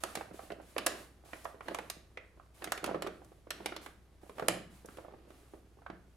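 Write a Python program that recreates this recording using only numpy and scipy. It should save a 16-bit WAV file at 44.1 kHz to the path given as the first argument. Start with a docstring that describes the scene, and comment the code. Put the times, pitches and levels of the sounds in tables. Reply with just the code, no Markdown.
"""A sealed, air-filled snack bag is turned and straightened by hand in a small room, over a low hum.
First fingers slide over the film, popcorn shifts inside and creases buckle: each gives a bright tick,
a crack of the film and a hollow pop on the cushion of air, and the room rings on. Scattered snaps and
dull flips of the panels crowd together near 3 s. The loudest fold gives way at 4.5 s and bounces the
whole bag; then the handling thins out to a few soft pops."""
import sys
import numpy as np
from scipy import signal
from scipy.fft import rfft, irfft
from scipy.io import wavfile

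SR = 44100
rng = np.random.default_rng(int(sys.argv[2]) if len(sys.argv) > 2 else 0)


def unload_audio(sound):
    """Save the sound as a 16-bit wav file, at the path given as the first command line argument."""
    columns = np.transpose(np.atleast_2d(sound))
    # keep every value between -1 and 1, then stretch to whole-number steps
    steps = np.round(np.clip(columns, -1, 1) * 32767)
    wavfile.write(sys.argv[1], SR, steps.astype(np.int16))


N = 271656
BURST_GAIN = np.sqrt(SR / 100)  # gives a unit-energy burst the energy of 10 ms at rms 1


def amp(db):
    """The decibel law: amplitude grows tenfold every 20 dB."""
    return 10 ** (np.asarray(db) / 20)


def curve_at(points, hz):
    """Interpolation of (frequency, value) points along a logarithmic frequency axis."""
    point_hz, value = np.transpose(points)
    return np.interp(np.log(hz + 1), np.log(point_hz + 1), value)


def colour(x, spectrum, size=2048):
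    """Minimum-phase filtering: the Hilbert transform of the log gain gives a causal phase."""
    log_gain = np.log(amp(curve_at(spectrum, abs(np.fft.fftfreq(size, 1 / SR)))))
    response = np.exp(np.conj(signal.hilbert(log_gain)))
    taps = np.fft.ifft(response).real[:size // 2]
    return signal.fftconvolve(x, taps)[:len(x)]


def unit(x):
    """Normalisation to an energy of 1."""
    return x / np.sqrt(np.sum(x ** 2) + 1e-20)


def add(mix, start_s, sound):
    """Superposition: a two-channel sound joins the mix at start_s."""
    part = mix[:, max(round(start_s * SR), 0):][:, :sound.shape[1]]
    part += sound[:, :part.shape[1]]


def panned(x, pan_db):
    """A level difference between the ears leans a sound to the left (+) or right (-)."""
    return x * amp([[pan_db / 2], [-pan_db / 2]])


# Stereo width, as the gain of the side signal: frequency_hz, gain_db
SIDE_GAIN = [(60, -7.5), (300, -16), (700, -11), (1300, -6), (2500, -3.5), (4500, -4), (7000, -5),
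             (10000, -11.5), (15000, -19)]
def stereo(mid, side):
    """Mid-side stereo: sum and difference give left and right, widest in the middle treble."""
    side = colour(side, SIDE_GAIN)
    return np.array([mid + side, mid - side])


# Noise spectrum of the still room: frequency_hz, density_db
AIR_SPECTRUM = [(20, -4), (45, 0.5), (65, -1.5), (95, 3), (180, -6.5), (350, -15.5), (700, -20),
                (1500, -25), (3000, -31.5), (6000, -33), (13000, -39.5), (16000, -59)]
def background(air_db=-66, hum_hz=61.7, hum_db=-64):
    """Stationary sound: the broadband noise of room air and the pure tone of a low hum."""
    shape = amp(curve_at(AIR_SPECTRUM, np.fft.rfftfreq(N, 1 / SR)))
    noises = [np.sqrt(N) * unit(irfft(rfft(rng.standard_normal(N)) * shape, N)) for _ in range(2)]
    hum = np.sqrt(2) * np.sin(2 * np.pi * (hum_hz * np.arange(N) / SR + rng.random()))
    return amp(air_db) * stereo(*noises) + amp(hum_db) * hum


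# Time the room takes to die away by 60 dB: frequency_hz, t60_s
REVERB_TIMES = [(150, 0.87), (500, 0.44), (1500, 0.44), (4000, 0.42), (9000, 0.34), (15000, 0.37)]
# Colour of the room's tail: frequency_hz, gain_db
REVERB_SPECTRUM = [(100, -11), (170, 3.5), (300, -3.5), (600, -1.5), (850, -7.5), (1400, -2), (3000, -3.5),
                   (6000, -6), (10000, -10), (15000, -13.5)]
def reverberation(x, late_frames=2, size=512, hop=128):
    """A diffuse field: energy spreads to nearby pitches, decays band by band and returns as noise."""
    frames = dict(fs=SR, nperseg=size, noverlap=size - hop)
    hz, _, spectra = signal.stft(x, **frames)
    near = np.exp(-((hz[:, None] - hz) / (.02 * hz[:, None] + 20)) ** 2)
    power = (near / near.sum(1)[:, None]) @ abs(spectra) ** 2
    retained = 1e-6 ** (hop / SR / curve_at(REVERB_TIMES, hz))  # share of power left after a frame
    stored = np.array([signal.lfilter([0] * late_frames + [1 - share], [1, -share], band)
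                       for share, band in zip(retained, power)])
    level = np.sqrt(stored) * amp(curve_at(REVERB_SPECTRUM, hz))[:, None]
    noise = signal.stft(rng.standard_normal((2, N)), **frames)[2]
    tails = signal.istft(noise / noise.std() * level, **frames)[1]
    return stereo(*tails[:, :N])


# First echoes from the table and near walls: delay_s, gain
REFLECTIONS = [(.0031, -0.056), (.0047, 0.031), (.0066, -0.071), (0.0109, -.12), (0.0147, -0.031)]
def room(x, wet_db=-3):
    """Reflection: early echoes and a diffuse tail follow the direct sound."""
    out = x + amp(wet_db) * reverberation(x.mean(0))
    for delay_s, gain in REFLECTIONS:
        add(out, delay_s, gain * x[::-1])  # left and right change places
    return out


def gestures(rows, attack_s, release_s, rest_db, arch_db=3):
    """Powers add: movements that swell to their middle and die away sum over a resting level."""
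    t = np.arange(0, N, 64) / SR
    power = amp(rest_db) ** 2
    for start, length, level_db in rows:
        arch = np.interp(t, [start, start + length / 2, start + length], [0, 1, 0]) - .5
        onset = np.clip((t - start) / attack_s, 0, 1)
        release = np.exp(-np.maximum(t - start - length, 0) / release_s)
        power += (amp(level_db + arch_db * arch) * onset * release) ** 2
    return np.interp(np.arange(N) / SR, t, np.sqrt(power))


def contacts(per_s, spectrum, spread_db, smooth):
    """Shot noise: tiny impacts of random time and size over a smooth rub, at rms 1."""
    impulses = (rng.random(N) < per_s / SR) * rng.choice([-1, 1], N)
    sizes = amp(spread_db * np.minimum(rng.exponential(1, N), 3.5))
    rub = smooth * unit(rng.standard_normal(N))
    return np.sqrt(N) * unit(colour(unit(impulses * sizes) + rub, spectrum))


# Tilts of the bag that slide the popcorn: start_s, length_s, relative_level_db
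BAG_TILTS = [(0, 0.22, -61), (.86, .1, -51), (1.64, 0.1, -49.5), (2.6, 0.042, -48.5), (2.82, 0.047, -44),
             (3.5, 0.33, -56.5), (4.35, 0.11, -53), (4.85, 0.59, -65)]
# Knocks heard through the bag: frequency_hz, density_db
POPCORN_SPECTRUM = [(70, -35), (130, -3.5), (320, 6), (600, -3), (1200, -8), (2200, -12.5), (5000, -21.5),
                    (12000, -54)]
def popcorn(gain_db=-3):
    """Impact noise: light pieces knock on the film, dulled by the bag and never quite at rest."""
    stir = gestures(BAG_TILTS, attack_s=.04, release_s=0.064, rest_db=-72)
    knocks = [contacts(130, POPCORN_SPECTRUM, spread_db=3.0, smooth=0.94) for _ in range(2)]
    return amp(gain_db) * stir * stereo(*knocks)


# Slides of a finger over the film: start_s, length_s, level_db
FINGER_STROKES = [(0, .22, -59), (.33, .15, -61), (.61, .3, -66), (.95, 0.088, -59.5), (1.245, 0.25, -62.5),
                  (1.62, 0.27, -66.5), (2.54, 0.16, -65.5), (2.8, 0.59, -77), (3.54, 0.16, -69.5),
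                  (3.81, 0.053, -59.5), (4.21, 0.15, -69.5), (4.35, 0.12, -65), (4.7, 0.12, -67.5),
                  (4.87, 0.14, -66), (5.28, 0.29, -70.5)]
# Hiss of skin on film: frequency_hz, density_db
FRICTION_SPECTRUM = [(200, -20), (600, 6.5), (1500, 2.5), (3000, -0.5), (5500, -4.5), (8000, -2),
                     (10500, 0), (13000, -5.5), (16000, -15.5)]
def fingers(catch_db=1.0, catch_per_s=20):
    """Sliding friction: skin hisses and catches unevenly; even a resting grip rubs faintly."""
    rub = gestures(FINGER_STROKES, attack_s=0.0067, release_s=0.059, rest_db=-80)
    catches = rng.standard_normal(400)
    unevenness = np.interp(np.arange(N) / SR * catch_per_s, np.arange(len(catches)), catches)
    hiss = [contacts(4300, FRICTION_SPECTRUM, spread_db=4.0, smooth=3.6) for _ in range(2)]
    return rub * amp(catch_db * unevenness) * stereo(*hiss)


# Bounces of the whole bag as large folds give way: start_s, level_db, pitch_hz, decay_s
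AIR_BOUNCES = [(0.765, -44, 283, 0.017), (0.868, -52.5, 290.5, 0.0096), (.872, -40, 543, .005),
               (2.893, -44, 190, 0.044), (2.946, -45, 174, 0.034), (4.425, -47.5, 227, 0.018),
               (4.486, -37.5, 324, .008), (4.491, -40.5, 177.5, 0.054), (4.495, -44, 116, .06),
               (5.903, -53.5, 181, 0.038)]
def air_cushion(rise_s=.003):
    """A damped mass and spring: the bag bounces softly on its trapped air."""
    out, t = np.zeros((2, N)), np.arange(SR // 4) / SR
    for start_s, level_db, pitch_hz, decay_s in AIR_BOUNCES:
        envelope = (1 - np.exp(-t / rise_s)) * np.exp(-t / decay_s)
        bounce = unit(np.sin(2 * np.pi * pitch_hz * t) * envelope)
        add(out, start_s, amp(level_db) * BURST_GAIN * bounce[None])
    return out


def slips(t, decay_s, spread, rise_s):
    """Stick-slip motion: film gives way in a quick, dying run of tiny slips of uneven size."""
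    sizes = rng.standard_normal(len(t)) * np.exp(spread * rng.standard_normal(len(t)))
    return np.clip(sizes, -6, 6) * (1 - np.exp(-t / rise_s)) * np.exp(-t / decay_s)


# Modes of the taut panel: pitch_ratio, level_db, decay_s
PANEL_MODES = [(0.548, -6.5, 0.009), (1.001, 13.5, 0.0017), (1.55, -9.5, 0.0069), (2.201, -29, 0.00049)]
# Flutter of the wrinkles round a pop: pitch_ratio, density_db
WRINKLE_SPECTRUM = [(.12, -24), (.3, -8.5), (.6, 4.5), (1.35, -1.5), (2.2, -6.5), (3.8, -32.5), (9.0, -60)]
def pop(t, pitch_hz, softness, rise_s=0.0013, flutter=0.81):
    """Modal vibration: a flipped panel rings briefly on the air inside while its wrinkles flutter."""
    octave_db = 6 * (1 - softness)  # a sharp fold drives the upper modes harder
    ring = np.zeros(len(t))
    for ratio, level_db, decay_s in PANEL_MODES:
        mode_hz = pitch_hz * ratio * rng.uniform(0.927, 1.05)
        gain = amp(level_db + octave_db * np.log2(ratio))
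        ring += gain * np.exp(-t / decay_s) * np.sin(2 * np.pi * mode_hz * t)
    ring *= 1 - np.exp(-(t / rise_s) ** 2)
    spectrum = [(pitch_hz * ratio, db + octave_db * np.log2(ratio)) for ratio, db in WRINKLE_SPECTRUM]
    wrinkles = colour(slips(t, decay_s=0.0053, spread=0.33, rise_s=0.00062), spectrum)
    return unit(unit(ring) + flutter * unit(wrinkles))


# Colour of the film's crack: pitch_ratio, sharp_fold_db, soft_fold_db
CRACK_SPECTRUM = [(.25, -20.5, -33), (.48, -1, -5.5), (.7, 3, -5.5), (1.0, -0.5, -1.5), (1.35, -2, -9),
                  (1.8, -3, -18), (2.6, -13, -24), (5.0, -39, -40), (10.0, -52.5, -71.5)]
def crack(t, pitch_hz, snap_s, softness, ring_gain=0.69, ring_rise_s=0.00078, ring_decay_s=0.0036):
    """Snap-through: a facet of film turns over in slips; the softer the fold, the purer it rings."""
    spectrum = [(pitch_hz * ratio, (1 - softness) * sharp_db + softness * soft_db)
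                for ratio, sharp_db, soft_db in CRACK_SPECTRUM]
    facet_hz = pitch_hz * rng.uniform(0.94, 0.99)
    ring = np.sin(2 * np.pi * facet_hz * t) * (1 - np.exp(-t / ring_rise_s)) * np.exp(-t / ring_decay_s)
    crackle = colour(slips(t, decay_s=2.3 * snap_s, spread=0.4, rise_s=0.00063), spectrum)
    return unit(unit(crackle) + ring_gain * softness * unit(ring))


# Tick at the tip of a crease: frequency_hz, density_db
TICK_SPECTRUM = [(2500, -31), (4200, -9.5), (5500, -5), (7500, -4.5), (10000, -3), (12000, -5.5),
                 (15000, -18.5), (17000, -25)]
def tick(t, snap_s, first_jump=0.18):
    """Impulsive excitation: the tip of a crease jumps once, sharply, then stutters to rest."""
    jumps = unit(slips(t, decay_s=1.7 * snap_s, spread=0.25, rise_s=0.00039))
    jumps[3] += first_jump
    return unit(colour(jumps, TICK_SPECTRUM))


def buckle(pop_db, pop_hz, crack_db, crack_hz, tick_db, snap_s):
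    """Buckling frees elastic energy as a pop, a crack and a tick; returns mid and side signals."""
    t = np.arange(2200) / SR
    softness = np.clip((crack_db - tick_db) / 28, 0, 1)  # a rounded fold has hardly any tick
    panel = amp(pop_db) * signal.hilbert(pop(t, pop_hz, softness))
    mid_side = [part + amp(crack_db) * crack(t, crack_hz, snap_s, softness)
                + amp(tick_db) * tick(t, snap_s)
                for part in (panel.real, panel.imag)]  # the pop reaches left and right out of step
    return BURST_GAIN * np.array(mid_side)


# Panels that flip with no sharp fold: start_s, level_db, pitch_hz
PANEL_FLIPS = [(.3108, -49.5, 350), (.3428, -51, 363), (.3915, -46, 718), (.433, -54.5, 550),
               (.5993, -50, 643), (.5862, -55.5, 416), (.7952, -44.5, 367), (1.5437, -52, 475),
               (1.7158, -43.5, 490), (1.9665, -55.5, 312), (2.8313, -43.5, 387), (2.8771, -38, 535),
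               (2.8912, -37, 520), (2.9115, -38, 670), (2.955, -41, 518), (3.0444, -42, 341),
               (3.0787, -43.5, 440), (3.217, -56.5, 622), (3.3179, -56.5, 503), (3.469, -52.5, 530),
               (3.6022, -51, 583), (4.232, -54, 374), (4.8473, -50.5, 420), (4.984, -47, 625),
               (5.047, -51.5, 618), (5.082, -52.5, 540), (5.1368, -52.5, 478), (5.5362, -49.5, 396),
               (5.8187, -60.5, 850)]
def panels(faint_per_s=3.9, faint_db=-62.5, low_hz=340, high_hz=750):
    """Bistability: panels flip with a dull pop and a slight rustle; faint flips fall at random."""
    out = np.zeros((2, N))
    draws = rng.random((round(faint_per_s * N / SR), 2))
    faint = [(when * N / SR, faint_db, low_hz * (high_hz / low_hz) ** pitch) for when, pitch in draws]
    for start_s, level_db, pitch_hz in list(PANEL_FLIPS) + faint:
        flip = buckle(level_db, pitch_hz, crack_db=level_db - 13.5, crack_hz=1590,
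                      tick_db=level_db - 34.5, snap_s=0.0055)
        add(out, start_s, flip)
    return panned(stereo(*out), pan_db=-2.5)


# Creases that buckle: start_s, pop_db, pop_hz, crack_db, crack_hz, tick_db
CREASE_SNAPS = [(0.0361, -38.5, 653, -38.5, 1730, -40.5), (0.153, -40.5, 820, -42.5, 2280, -42.5),
                (.172, -41.5, 400, -47, 2050, -58), (.2095, -41, 806, -51, 1510, -67),
                (0.5027, -44.5, 655, -48.5, 1780, -82), (0.5188, -42.5, 414, -53.5, 2740, -66),
                (0.7639, -35, 553, -44.5, 1900, -71), (.781, -41, 730, -37, 2430, -42.5),
                (.863, -35, 690, -36.5, 3300, -33), (.8664, -36.5, 752, -33.5, 2300, -31),
                (1.332, -46.5, 570, -44.5, 1910, -72), (1.445, -57.5, 490, -75, 2380, -55.5),
                (1.4529, -42, 1020, -42.5, 1280, -70), (1.6071, -47.5, 1140, -51.5, 1415, -73),
                (1.6829, -41.5, 556, -41.5, 1760, -57.5), (1.746, -42.5, 650, -41, 1920, -47),
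                (1.7864, -39.5, 920, -43, 1790, -56), (1.8996, -48.5, 720, -43, 2540, -40.5),
                (2.1724, -49, 525, -43.5, 2090, -79), (2.3978, -63, 1105, -59, 1204, -100),
                (2.621, -48.5, 480, -49, 1820, -66), (2.642, -48, 743, -43, 2170, -43.5),
                (2.6733, -46, 432, -46.5, 2060, -77), (2.72, -37.5, 687, -34, 1920, -37),
                (2.7763, -50.5, 450, -46.5, 2350, -56), (2.8413, -40, 640, -39.5, 2280, -43.5),
                (2.861, -48, 400, -46, 2220, -49), (2.945, -35, 500, -40, 1350, -70),
                (3.0217, -40, 604, -42.5, 2380, -48), (3.064, -43.5, 660, -46.5, 1310, -66),
                (3.07, -44, 413, -46, 2020, -56.5), (3.246, -65, 500, -82, 2500, -66),
                (3.5053, -45, 650, -38.5, 2286, -42), (3.6592, -39.5, 546, -36.5, 2130, -41.5),
                (3.7217, -46, 648, -46, 1480, -80), (3.7633, -47, 600, -46.5, 3020, -55),
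                (3.861, -51.5, 825, -49, 1810, -58.5), (4.2949, -48.5, 510, -58.5, 1730, -68.5),
                (4.3821, -46.5, 580, -50, 1500, -66), (4.3956, -40.5, 693, -44, 1720, -58.5),
                (4.423, -36, 450, -45, 1400, -76), (4.4832, -29, 520, -29, 1840, -28),
                (4.858, -70, 330, -82, 2900, -56.5), (4.886, -54, 374, -53.5, 1390, -86),
                (4.971, -53, 335, -57.5, 2040, -65.5), (5.3037, -56, 340, -63.5, 1675, -73),
                (5.8628, -47, 958, -47.5, 1435, -85), (5.8999, -45, 350, -48, 1470, -80.5)]
def creases(usual_snap_s=.0023, usual_db=-42.5, halving_db=21):
    """Elastic instability: each crease gives way suddenly, and a harder snap is over sooner."""
    out = np.zeros((2, N))
    for start_s, pop_db, pop_hz, crack_db, crack_hz, tick_db in CREASE_SNAPS:
        excess_db = max(max(crack_db, tick_db) - usual_db, 0)
        snap_s = usual_snap_s * 2 ** (-excess_db / halving_db)
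        add(out, start_s, buckle(pop_db, pop_hz, crack_db, crack_hz, tick_db, snap_s))
    return panned(stereo(*out), pan_db=-2.5)


# Level difference between the ears: frequency_hz, left_minus_right_db
EAR_BALANCE = [(60, -6), (150, 2), (330, -1), (500, -1.5), (770, -13), (1170, -2), (1790, 0), (2740, -2.5),
               (4200, -1), (6400, 0), (15000, 0)]
# Resonances of the bag and the corner it stands in: frequency_hz, gain_db
BAG_RESONANCES = [(110, -2), (140, -1), (185, 2), (245, -2), (320, 5), (430, 1.5), (680, 1.5), (870, -2),
                  (1020, 0), (1200, 2.5), (1400, -1), (2200, -0.5), (4500, 0.5), (10000, -1)]
def scene():
    """Source and filter: all the bag's sounds share its resonances and lean a little to the right."""
    left, right = room(creases() + air_cushion() + popcorn() + panels()) + fingers()
    lean = np.array(EAR_BALANCE)
    ears = colour(left, lean * [1, .5]), colour(right, lean * [1, -.5])  # half the difference each
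    return np.array([colour(ear, BAG_RESONANCES) for ear in ears]) + background()


def record(dry, cutoff_hz=16300):
    """Band limiting: a linear-phase low-pass filter removes the highest treble."""
    taps = signal.firwin(255, cutoff_hz, window=("kaiser", 8), fs=SR)
    return signal.oaconvolve(dry, taps[None], "same")


dry = scene()
out = record(dry)
unload_audio(out)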